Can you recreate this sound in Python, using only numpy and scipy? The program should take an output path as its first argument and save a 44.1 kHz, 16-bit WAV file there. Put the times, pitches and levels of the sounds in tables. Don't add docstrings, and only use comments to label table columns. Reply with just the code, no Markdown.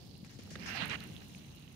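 import sys
import numpy as np
from scipy import signal
from scipy.fft import rfft, irfft
from scipy.io import wavfile
from scipy.ndimage import uniform_filter1d

SR = 44100
rng = np.random.default_rng(int(sys.argv[2]) if len(sys.argv) > 2 else 0)


def boost(x):
    u = np.asarray(x, float) / 20
    return 10 ** u


def materialize(psi):
    bounded = np.clip(np.atleast_2d(psi).T, -1, 1)
    quanta = np.round(bounded * 32767).astype(np.int16)
    wavfile.write(sys.argv[1], SR, quanta)


N = 77175

# time_s, level_db, second_grip_0_to_1
SPRAY_LEVEL = [
    (0, -62.5, 0),
    (.2, -66.5, 0.15),
    (.6, -63, 0.3),
    (1.0, -60.5, 1),
    (1.3, -63.5, 0.78),
    (1.5, -64.5, 0.96),
    (1.75, -66, 0.87),
]
# pitch_hz, left_db, right_db
FIRST_GRIP_TONE = [(565, -10, -5), (1300, -20, -16), (2310, -17, -13.5), (4800, -13.5, 0.5),
                   (6300, -20, -14), (8000, -18, -26), (11100, -22, -27), (15600, -23, -19)]
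# pitch_hz, left_db, right_db
SECOND_GRIP_TONE = [(590, -9, -8.5), (1520, -13, -8.5), (2900, -17, 0), (4200, -13.5, -5.5),
                    (5730, -10, -21), (8000, -17.5, -24.5), (10900, -18.5, -20), (15700, -20, -20)]
# time_s, level_db
RUB_LEVEL = [(.4, -83), (.58, -62.5), (.635, -51), (.665, -55.5), (.69, -44.5), (.735, -45.5), (.775, -41),
             (.793, -45.5), (.82, -38.5), (.86, -45.5), (.885, -51.5), (.91, -39.5), (.958, -42.5),
             (.968, -62.5), (1.04, -54.5), (1.08, -64.5), (1.14, -91), (1.25, -100)]
# pitch_hz, left_db, right_db
RUB_TONE = [(490, -15, -12.5), (1080, -14.5, -6), (1720, -8.5, -0.5), (2500, -18.5, 0), (4200, -28, -12),
            (6160, -27.5, -28), (8100, -41, -32), (14700, -59, -46)]
# time_s, pitch_hz, level_db
PRESSED_RESONANCE = [(.62, 5440, 13), (.68, 5700, 19.5), (.72, 5500, 8.5), (.77, 5000, 11.5),
                     (.82, 4000, 5), (.87, 3800, 3), (.93, 3900, -0.5)]
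# start_s, rise_s, end_s, level_db, brightness_db_per_octave
BRUSHES = [(.244, 0.004, 0.27, -57, 1), (.285, 0.02, 0.36, -59, -1), (.385, 0.0047, 0.41, -56, 1.5),
           (.417, 0.0033, 0.49, -62.5, -0.5), (.5, 0.0088, 0.562, -52.5, 1.5), (.585, .02, 0.67, -64, 5),
           (.655, 0.0067, 0.71, -45.5, -2.5), (.745, 0.015, 0.767, -48, -3.5),
           (1.21, 0.0086, 1.25, -63.5, -9.5), (1.26, 0.035, 1.37, -66, 7.5), (1.33, 0.031, 1.38, -64, 5)]
# pitch_hz, left_db, right_db
BRUSH_TONE = [(500, -10.5, -17), (1830, 2, 3.5), (3900, -3.5, -7.5), (5400, 1, 1), (6960, -4, -16),
              (8850, -10.5, -23), (15800, -38, -33)]
# start_s, peak_db, pitch_hz, left_minus_right_db
TAPS = [(0.1532, -58.5, 2900, -19), (0.2945, -51, 4000, 6), (0.5549, -38.5, 1920, -11.5),
        (0.64, -56, 2350, -16), (0.9877, -52, 3100, -8), (1.0045, -37.5, 4200, -2.5),
        (1.0996, -54, 2430, -2), (1.1482, -52, 2780, -6), (1.1653, -41, 3530, -14),
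        (1.2057, -52, 3940, -12), (1.3353, -52, 3000, -7), (1.3487, -47.5, 2540, -17),
        (1.6785, -53, 3000, -21), (.5585, -44.5, 3680, -15), (.556, -47.5, 1240, -7),
        (.898, -40.5, 5420, 14), (.2468, -51.5, 2470, 10), (.475, -56.5, 1230, -4), (1.011, -51, 1300, -11),
        (.2472, -54, 4200, 6), (.514, -47, 4660, -12), (.536, -49, 5200, -12), (.575, -50, 4630, -12),
        (.597, -44.5, 4800, -12), (.625, -47.5, 4970, -15), (.5555, -43.5, 2500, -4), (.559, -43, 1650, -6),
        (.661, -48, 1600, 13), (.8041, -32, 2900, -14), (.8969, -40, 2930, -8), (.8975, -50, 8000, 12),
        (1.0045, -50, 5640, 5), (1.177, -57, 4300, -9), (1.34, -53.5, 6640, 6), (1.395, -56, 5560, 12),
        (1.571, -57, 3960, -6), (1.572, -69, 6800, 5)]
# start_s, peak_db, pitch_hz, left_minus_right_db
THUDS = [(0.23, -42.5, 186, 3), (.39, -42, 237, 9), (.558, -43.5, 450, 11.5), (0.73, -43, 232, -6),
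         (0.36, -47, 130, 10), (.391, -52.5, 510, 10), (.515, -45.5, 520, 4), (1.1, -38.5, 157, 0),
         (1.8, -45.5, 74, 0), (1.5, -42, 101, 3)]
# start_s, peak_db, left_minus_right_db
TICKS = [(0.0648, -56, -2), (0.178, -55.5, 7), (0.2484, -60, 17), (0.4344, -53, -10), (0.5092, -59, 5),
         (0.634, -57, -1.5), (0.6599, -60, 3), (0.756, -49, -3), (0.8564, -40, 7), (0.8798, -43.5, 5),
         (1.0031, -48.5, -2), (1.0383, -47, 7.5), (1.072, -51, 2), (1.2166, -56, 2.0), (1.2476, -57, 2.5),
         (1.2825, -53, -11), (1.3565, -59, 14), (1.5279, -74, -3), (1.5519, -53, 0.0), (1.596, -53.5, 1),
         (1.622, -58, 4), (.027, -63, -5), (.075, -60, 8), (0.163, -61, 3), (.218, -60, -3), (.31, -58, -5),
         (.47, -56, -1), (1.725, -52, 6), (1.157, -61, -9), (1.181, -67, -4), (1.23, -60, -6),
         (1.296, -61, -5), (1.318, -58, -2), (1.383, -55, 13), (1.4, -59, -6), (1.464, -57, -4),
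         (1.5, -59, -3), (1.56, -52, -4), (1.695, -64, -2)]
# lowest_hz, highest_hz
FINE_RANGE = [(8800, 13500), (11500, 15600)]
# time_s, level_db, left_minus_right_db
RUMBLE_LEVEL = [(0, -54.5, 1.5), (.15, -54, 0), (.33, -56, 1.5), (.47, -51, -1), (.64, -47, -1.5),
                (.76, -52, 4), (.83, -40.5, -6), (.96, -45.5, 0), (1.05, -48.5, 0), (1.45, -54.5, -0.5),
                (1.75, -56, -2.5)]
# pitch_hz, level_db
RUMBLE_TONE = [(25, -28), (50, -13), (65, -6), (110, -1), (190, 0.4), (290, -7), (420, -16), (800, -25)]
# pitch_hz, likeness_0_to_1
RUMBLE_LIKENESS = [(40, .55), (150, .78), (400, .55), (900, .1)]
# pitch_hz, width_hz, left_db, right_db
PORT_PEAKS = [(770, 70, 2, 3.5), (2800, 260, 0.5, 4), (4074, 330, -3.5, 3.5), (6480, 1160, 5.5, 1),
              (8150, 1050, -1.5, 1), (9370, 900, 5.5, -0.5), (13700, 880, -6.5, 0.5),
              (1650, 650, 1.5, -0.5)]


def read_table(table, x, column=1, log=False):
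    rows = np.asarray(table, float)
    if log:
        return np.interp(np.log(x + 1), np.log(rows[:, 0] + 1), rows[:, column])
    return np.interp(x, rows[:, 0], rows[:, column])


def two_port_tone(table, hz):
    under = 5.5 * np.log2(np.clip(hz / table[0][0], 1e-2, 1))
    return under + np.array([read_table(table, hz, column=k, log=True) for k in (1, 2)])


def evened(x):
    return x / np.sqrt(np.mean(x ** 2) + 1e-20)


def grains(per_s, spread_db, smooth):
    octave = np.log2(np.fft.rfftfreq(N, 1 / SR) / 500 + 1e-9).clip(0, 5)
    hit = rng.random((6, 2, N)) < per_s / SR
    size = boost(spread_db * np.minimum(rng.exponential(1, (6, 2, N)), 3))
    trains = hit * size * rng.choice([-1., 1.], (6, 2, N))
    share = np.cos(np.pi / 2 * np.clip(octave - np.arange(6)[:, None, None], -1, 1))
    clicks = irfft((rfft(trains) * share).sum(0), N)
    return np.sqrt(1 - smooth ** 2) * evened(clicks) + smooth * rng.standard_normal((2, N))


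def colour(x, field_db, patchy_db, size=512):
    hz, t, z = signal.stft(x, SR, nperseg=size, noverlap=size * 3 // 4)
    patches = uniform_filter1d(rng.standard_normal(z.shape), size=7, axis=1)
    patches = evened(uniform_filter1d(patches, size=9, axis=2))
    z = z * boost(field_db(hz[:, None], t[None]) + patchy_db * patches)
    y = signal.istft(z, SR, nperseg=size, noverlap=size * 3 // 4)[1][:, :N]
    return y / np.sqrt(np.mean(y.mean(0) ** 2))


def spray():
    def field(hz, t):
        grip = np.clip(read_table(SPRAY_LEVEL, t, column=2), 0, 1)
        first = two_port_tone(FIRST_GRIP_TONE, hz)
        return first + grip * (two_port_tone(SECOND_GRIP_TONE, hz) - first)

    level = boost(read_table(SPRAY_LEVEL, np.arange(N) / SR))
    return colour(grains(per_s=700, spread_db=4.5, smooth=.65), field, patchy_db=1.5) * level


def add_hit(mix, start_s, db, side_db, rise_s, wave):
    u = np.arange(wave.shape[1]) / SR / rise_s
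    sound = wave * u * np.exp(1 - u) * boost(db + np.array([[side_db / 2], [-side_db / 2]]))
    part = mix[:, round(start_s * SR):][:, :wave.shape[1]]
    part += sound[:, :part.shape[1]]


def ringing_hits(table, cycles, rough):
    mix, t = np.zeros((2, N)), np.arange(800) / SR
    for start_s, db, hz, side_db in table:
        wobble = rng.standard_normal((2, 800))
        for _ in range(3):
            wobble = uniform_filter1d(wobble, size=24)
        wave = np.sin(2 * np.pi * hz * t + rough * evened(wobble))
        add_hit(mix, start_s, db - 0.5, side_db, cycles / hz / 3, wave)
    return mix


def ringing_drops():
    return ringing_hits(TAPS, cycles=4.1, rough=.45)


def fine_drops():
    fine = np.zeros((2, N))
    for start_s, db, side_db in TICKS:
        add_hit(fine, start_s, db + 0.37, side_db, .0024 / 3, rng.standard_normal((2, 800)))
    patter_per_s, patter_db = 71, -92
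    size_db = patter_db + 23.0 + 2.7 * rng.exponential(1, N).clip(0, 3)
    size = (rng.random(N) < patter_per_s / SR) * boost(size_db)
    fade = np.exp(-np.arange(300) / SR / 0.0016)
    fine += signal.oaconvolve(size, fade)[:N] * rng.standard_normal((2, N))
    ports = []
    for band, x in zip(FINE_RANGE, fine):
        ports.append(signal.sosfilt(signal.butter(2, band, "band", fs=SR, output="sos"), x))
    return np.array(ports)


def rub():
    def field(hz, t):
        early = np.clip((.8 - t) / 0.061, 0, 1)
        start_dip = -4.0 * np.exp(-((hz - 1000) / 350) ** 2) - 4.2 * np.exp(-((hz - 3800) / 600) ** 2)
        air = np.exp(-((hz - 13800) / 3200) ** 2 - ((t - .68) / .13) ** 2)
        body = 11.1 * np.exp(-((hz - 750) / 90) ** 2 - ((t - .77) / 0.056) ** 2)
        near_peak = np.exp(-((hz - read_table(PRESSED_RESONANCE, t)) / 900) ** 2)
        pressed = read_table(PRESSED_RESONANCE, t, column=2) * near_peak
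        uneven = np.array([[[3.]], [[19.0]]]) * air + np.array([[[.4]], [[1]]]) * pressed
        return two_port_tone(RUB_TONE, hz) + uneven + body + early * start_dip

    level = boost(read_table(RUB_LEVEL, np.arange(N) / SR))
    return colour(grains(per_s=2600, spread_db=2.0, smooth=.75), field, patchy_db=1.2) * level


def brushes():
    def field(hz, t):
        tilt = read_table(BRUSHES, t, column=4)
        return two_port_tone(BRUSH_TONE, hz) + tilt * np.log2(np.maximum(hz, 300) / 4000)

    t, strokes = np.arange(N) / SR, np.zeros(N)
    for start, rise, end, db, _ in BRUSHES:
        sag_db = -7 * np.clip((t - start) / (end - start), 0, 1)
        swell = np.clip((t - start) / rise, 0, 1)
        lift = np.exp(-np.maximum(t - end, 0) / .009)
        strokes += boost(db + sag_db) * swell * lift
    return colour(grains(per_s=1500, spread_db=3.5, smooth=.7), field, patchy_db=2.5) * strokes


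def hand_thuds():
    return ringing_hits(THUDS, cycles=1.5, rough=.1)


def rumble():
    t, hz = np.arange(N) / SR, np.fft.rfftfreq(N, 1 / SR)
    a, b = rfft(rng.standard_normal((2, N)))
    same = np.clip(read_table(RUMBLE_LIKENESS, hz, log=True), -1, 1)
    high_fall = -20.0 * np.log2(np.maximum(hz / 900, 1))
    low_fall = 18.0 * np.log2(np.clip(hz / 25, 1e-3, 1))
    tone = boost(read_table(RUMBLE_TONE, hz, log=True) + high_fall + low_fall)
    z = tone * np.array([a, same * a + np.sqrt(1 - same ** 2) * b])
    deep = 1 / (1 + (hz / 114) ** 4)
    level_db = read_table(RUMBLE_LEVEL, t)
    lag = boost((0.39 - 1) * (level_db + 48.5))
    low = (irfft(z * (1 - deep), N) + lag * irfft(z * deep, N)) / irfft(z, N).std()
    side = read_table(RUMBLE_LEVEL, t, column=2) / 2
    return low * boost(level_db + np.array([side, -side]))


def scene():
    water = spray() + ringing_drops() + fine_drops()
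    hand = rub() + brushes() + hand_thuds()
    return water + hand + rumble()


def band_limit(x):
    return signal.sosfilt(signal.butter(12, 15730, fs=SR, output="sos"), x)


def record(dry):
    hz = np.fft.rfftfreq(N, 1 / SR)
    peaks_db = np.zeros((2, len(hz)))
    for centre, width, left_db, right_db in PORT_PEAKS:
        peaks_db += np.array([[left_db], [right_db]]) / (1 + ((hz - centre) / width * 2) ** 2)
    rounded = .13 * np.tanh(dry / .13)
    mix = irfft(rfft(rounded) * boost(peaks_db) * (hz < 15730), N)
    return band_limit(mix)


dry = scene()
out = record(dry)
materialize(out)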